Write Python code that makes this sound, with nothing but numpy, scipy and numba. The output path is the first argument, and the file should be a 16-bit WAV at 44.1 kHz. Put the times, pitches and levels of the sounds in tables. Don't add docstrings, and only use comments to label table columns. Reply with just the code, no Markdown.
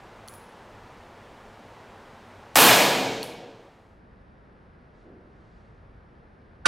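import sys
import numpy as np
from scipy import signal
from scipy.fft import rfft, irfft
from scipy.io import wavfile
from scipy.ndimage import uniform_filter1d
from numba import njit

SR = 44100
rng = np.random.default_rng(int(sys.argv[2]) if len(sys.argv) > 2 else 0)


def volts(x):
    e = np.asarray(x, float) / 20
    return 10 ** e


def digitize_waveform(pressure):
    field = np.atleast_2d(pressure).T
    bounded = np.clip(field, -1, 1)
    quanta = np.round(bounded * 32767).astype(np.int16)
    wavfile.write(sys.argv[1], SR, quanta)


N = 294256
TIME = np.arange(N) / SR
HALL_LENGTH = int(2.5 * SR)
SOUND_M_S = 343
SHOT_S, SHOT_DB = 2.5561, 3.5

# (extra path [m], level [dB], hiss share [0-1])
NEAR_SURFACES = [(.58, 5.5, 0.4), (1.47, -3, 0.3), (2.4, 1.5, .8), (4.05, -1.5, 0.79)]


def colour(x, points):
    hz, db = np.transpose(points)
    log_gain = np.interp(np.log(np.linspace(1, SR / 2, 2049)), np.log(hz), db) * np.log(10) / 20
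    cepstrum = irfft(log_gain)
    cepstrum[1:2048] *= 2
    cepstrum[2049:] = 0
    response = irfft(np.exp(rfft(cepstrum)))
    return signal.fftconvolve(x, response)[:len(x)]


def band(x, lo_hz, hi_hz):
    edges = [lo_hz, min(hi_hz, .45 * SR)]
    return signal.sosfilt(signal.butter(2, edges, "band", fs=SR, output="sos"), x)


def cut(x, top_hz):
    return signal.sosfilt(signal.ellip(8, .2, 60, top_hz, fs=SR, output="sos"), x)


def level(x, db):
    return x * volts(db) / np.sqrt(np.mean(x ** 2))


def add(out, s, x):
    i = int(round(s * SR))
    out[i:i + len(x)] += x[:len(out) - i]


def walk(rate):
    k = int(SR / rate)
    steps = np.repeat(rng.standard_normal(N // k + 1), k)
    smooth = uniform_filter1d(uniform_filter1d(steps, k), k)
    return level(smooth[:N], 0)


def fade(t, t60):
    return np.exp(-np.log(1000) * t / t60)


def blast(hiss):
    t = TIME[:300]
    dip = np.exp(-((t - .0004) / .00007) ** 2)
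    push = (t > .0005) * np.cos(2 * np.pi * 600 * (t - .0006)) * np.exp(-t / 0.0011)
    puff = band(rng.standard_normal(len(t)), 2493, 15500)
    puff = puff * np.minimum(t / 0.00037, 1) * np.exp(-t / 0.0014)
    pressure = band((1 - hiss) * (1.2 * push - 1.56 * dip), 149.3, 16000)
    return pressure + 0.81 * hiss * puff


def echoes():
    direct = -4, 0.94
    rows = [(0.008, *direct)] + NEAR_SURFACES
    round_m, first_db, loss_db, hiss = 5.3, 6.5, 2, .45
    copy_m, copy_db = .8, -3
    for k in (1, 2, 3):
        db = first_db - loss_db * (k - 1)
        rows += [(k * round_m, db, hiss), (k * round_m + copy_m, db + copy_db, hiss)]
    return rows


def slaps():
    rate, db, spread_db, t60 = 704, -15, 3, 0.95
    t = TIME[:int(1.5 * SR)]
    when, size, sign = rng.random((len(t), 3)).T
    strength = volts(db - spread_db * np.log(1 - size)) * np.sign(sign - .5)
    train = (when < rate / SR) * strength
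    train = train * fade(t, t60) * (1 - np.exp(-t / .03))
    return signal.fftconvolve(train, band(blast(0.22), 700, 9000))


def hall(build_s):
    # (frequency [Hz], 60 dB fall time [s])
    decay = [(60, 2.3), (160, 1.52), (420, 2.14), (1100, 1.004), (2900, 1.27), (6000, 1.173), (10000, 0.7),
             (16000, 0.7)]
    hz, t60 = np.transpose(decay)
    t = TIME[:HALL_LENGTH]
    spectrum = rfft(rng.standard_normal(len(t)))
    octave = np.log2(np.linspace(1, SR / 2, len(t) // 2 + 1))
    out = 0
    for centre in np.arange(15, 44) / 3:
        share = np.clip(1 - 3 * abs(octave - centre), 0, 1)
        out = out + irfft(spectrum * share, len(t)) * fade(t, np.interp(centre, np.log2(hz), t60))
    return out * (1 - np.exp(-t / build_s))


def ring(modes, blur_hz):
    t = TIME[:2 * SR]
    out = 0
    for hz, db, t60 in modes:
        beat = band(rng.standard_normal(len(t)), hz - blur_hz, hz + blur_hz)[::-1]
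        out = out + volts(db) * fade(t, t60) * level(beat, -2.3)
    return out


def shot_tail():
    # (frequency [Hz], gain [dB])
    tail_colour = [(29, -63.5), (55, -29.5), (95, -28), (125, -15), (223, -12), (371, -10.5), (507, -10),
                   (863, -2), (1500, -6.5), (1900, -7.5), (2440, -8), (3700, -9), (5270, -14.5),
                   (8000, -14.5), (13000, -10.5), (16000, -19.5)]
    tail = colour(hall(build_s=0.041), tail_colour)
    return volts(-7.5) * tail / np.std(tail[1000:6000])


def trap():
    # (frequency [Hz], level [dB], 60 dB fall time [s])
    steel = [(609.7, 0, 1.4), (739, -2.5, 1.6), (955, 0, 1.1), (1671, 0, 1.1), (2250, -1, 1.3),
             (2410, -7.5, 0.56), (2450, 2, 1.15), (2700, -5, 0.71), (3000, -8.5, 1.1), (3510, -4.5, .8),
             (5140, -7, 1.0), (7000, -10, .9), (8027, -6, 0.82)]
    return volts(-20.5) * ring(steel, blur_hz=17) * (1 - np.exp(-TIME[:2 * SR] / 0.015))


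def standing_waves():
    # (frequency [Hz], level [dB], 60 dB fall time [s])
    tones = [(122, -6, 2.2), (150.8, -8.5, 2.2), (196.1, -3.5, 2.4), (264, 1, 2), (333, -3, 2.2),
             (444.3, -1, 2.4), (481.3, -1.5, 2.2), (552, -3, 2.4), (675, -2.5, 1.6)]
    return volts(-22) * ring(tones, blur_hz=5) * (1 - np.exp(-TIME[:2 * SR] / .03))


def shot():
    out = np.zeros(N)
    for path, db, hiss in echoes():
        add(out, SHOT_S + path / SOUND_M_S, volts(SHOT_DB + db) * blast(np.clip(hiss, 0, 1)))
    add(out, SHOT_S, shot_tail())
    add(out, SHOT_S, volts(SHOT_DB) * slaps())
    add(out, 2.66, trap())
    add(out, SHOT_S, standing_waves())
    return out


def mechanism():
    # (time [s], relative level [dB], bright share [0-1])
    clicks = [(.2775, -39, .9), (0.2847, -30, 0.5), (.339, -37, .8), (2.5482, -35, .6),
              (3.2306, -18.5, 0.49)]
    # (frequency [Hz], level [dB])
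    frame = [(3300, -9), (4350, 1.5), (5900, -6)]
    # (frequency [Hz], level [dB], 60 dB fall time [s])
    spring = [(10450, -3.5, 0.58), (10540, -4.5, 0.17), (15290, -23, .25)]
    click_echo_db = -3.5, -9
    out, snaps = np.zeros((2, N))
    lead_s = .002
    t = TIME[:180] - lead_s
    knock = 0
    for hz, db in frame:
        knock = knock + volts(db) * np.sin(2 * np.pi * hz * t) * np.exp(-(t * hz / 4.4) ** 2)
    for s, db, bright in clicks:
        snap = band(rng.standard_normal(len(t)), 2200, 14000) * np.exp(-(t / 0.00056) ** 2)
        add(out, s - lead_s, volts(db) * (1 - bright) * knock)
        add(snaps, s - lead_s, volts(db) * bright * level(snap, -9))
    treble = band(snaps, 10000, 16000)
    for (path, _, _), db in zip(NEAR_SURFACES[2:], click_echo_db):
        add(out, path / SOUND_M_S, volts(db) * treble)
    add(out, .2768, volts(-42.5) * ring(spring, blur_hz=45))
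    walls = band(hall(build_s=.004), 7500, 17000) * fade(TIME[:HALL_LENGTH], 0.98)
    return out + snaps + volts(-29.5) * signal.fftconvolve(snaps, walls)[:N]


@njit
def limiter(x, top, attack, release, ceiling):
    y, envelope = np.zeros(len(x)), top
    for i in range(len(x)):
        target = max(abs(x[i]), top)
        envelope += (target - envelope) * (attack if target > envelope else release)
        v = x[i] * top / envelope / ceiling
        y[i] = ceiling * v / (1 + v ** 4) ** .25
    return y


def hum():
    return volts(-64.5 + 4 * walk(6)) * np.sin(2 * np.pi * 104.5 * TIME)


def lapel():
    # (frequency [Hz], gain [dB])
    air_colour = [(15, -30), (25, -3), (48, -1.5), (70, -8.5), (99, -1), (161, -6.5), (236, -2.5),
                  (285, -8), (394, -4), (463, -4.5), (887, -4.5), (1250, -9), (1750, -12.5), (3000, -20),
                  (8830, -36), (16000, -47)]
    heard = air(air_colour, -45, .6 * walk(8.1)) + hum() + mechanism() + shot()
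    return limiter(heard, 0.75, 1 / (0.0015 * SR), 1 / (0.033 * SR), 0.93)


def next_shot():
    # (time of peak [s], level [dB], left minus right [dB])
    arrivals = [(6.6573, -10, -4.5), (6.6600, -13, -4), (6.6657, -12.5, -1), (6.671, -13, -9)]
    # (frequency [Hz], softening ahead of the peak [s], fall time [s])
    port_pulses = [(1300, 0.00064, 0.0013), (1510, 0.0021, .0008)]
    out = np.zeros((2, N))
    lead_s = .01
    t = TIME[:800] - lead_s
    for port, sign, (hz, softening, fall) in zip(out, (1, -1), port_pulses):
        envelope = np.exp(-np.where(t < 0, -t / softening, t / fall))
        pulse = envelope * np.cos(2 * np.pi * hz * t)
        for s, db, pan_db in arrivals:
            add(port, s - lead_s, volts(db + sign * pan_db / 2) * pulse)
    return out


def add_wash(mid, side):
    # (frequency [Hz], gain [dB])
    mid_colour = [(47, -39.5), (80, -6.5), (170, -3.5), (400, -12), (1000, -10.5), (1510, -4.5),
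                  (5140, -14.5), (7420, -22), (9480, -17.5), (10500, -31.5), (13600, -59), (22000, -120)]
    # (frequency [Hz], gain [dB])
    side_colour = [(88, -52), (150, -22.5), (1170, -4), (3260, -22), (3850, -44.5), (5660, -50),
                   (7590, -17.5), (12000, -30), (15600, -59.5), (22000, -120)]
    for part, points, db in (mid, mid_colour, -18.5), (side, side_colour, -19.5):
        add(part, 6.6558, level(colour(hall(build_s=0.00062)[:800], points), db))


def bump():
    thud = band(hall(build_s=0.015), 247, 470) * fade(TIME[:HALL_LENGTH], 2.818)
    return level(thud, -63)


def rustle():
    # (time of peak [s], level [dB], length to each side [s])
    rustles = [(5.0, -76, .07), (5.55, -76.5, .25)]
    out = np.zeros(N)
    for s, db, length in rustles:
        noise = level(band(rng.standard_normal(N), 1500, 4905), 0)
        out += volts(db) * noise * np.exp(-((TIME - s) / length) ** 2)
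    return out


def phone():
    # (time [s], level [dB])
    rumble = [(4.0, -59.5), (5.1, -61), (5.5, -57.5), (5.9, -57), (6.4, -62), (6.62, -57)]
    # (frequency [Hz], gain [dB])
    mid_colour = [(13, -32), (22, -10), (49, 1), (147, -5.5), (211, -5.5), (281, -11), (461, -12.5),
                  (1120, -21), (1690, -22.5), (3160, -36.5), (5310, -44), (7450, -60), (11000, -54),
                  (14300, -97), (22000, -120)]
    # (frequency [Hz], gain [dB])
    side_colour = [(24, -44), (40, -13), (195, -3.5), (977, -7), (1540, -5.5), (3030, -34.5), (3980, -48),
                   (6550, -58), (7510, -34), (9000, -63), (11700, -91), (19800, -120)]
    rumble_db = np.interp(TIME, *np.transpose(rumble))
    rumble_db = rumble_db - rumble_db[N // 2:].mean()
    mid = air(mid_colour, -52.5, rumble_db) + rustle()
    side = air(side_colour, -61.5, rumble_db)
    add(mid, 5.03, bump())
    add_wash(mid, side)
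    return np.array([mid + side, mid - side]) + next_shot()


def air(points, db, bass_db):
    low = band(rng.standard_normal(N), 8, 130) * volts(bass_db)
    high = band(rng.standard_normal(N), 130, 19000)
    return level(colour(low + high, points), db)


def scene():
    lapel_out_s, phone_in_s, end_s = 3.105, 3.59, 4.025
    near = np.clip((end_s - TIME) / (end_s - lapel_out_s), 0, 1) ** 0.77
    far = np.clip((TIME - phone_in_s) / (end_s - phone_in_s), 0, 1)
    return volts(-3) * near * lapel() + far * cut(phone(), 10600)


def roll_off(x):
    return signal.sosfilt(signal.butter(12, 16960, fs=SR, output="sos"), x)


def record(dry):
    mix = cut(dry, 15750)
    return roll_off(mix)


dry = scene()
out = record(dry)
digitize_waveform(out)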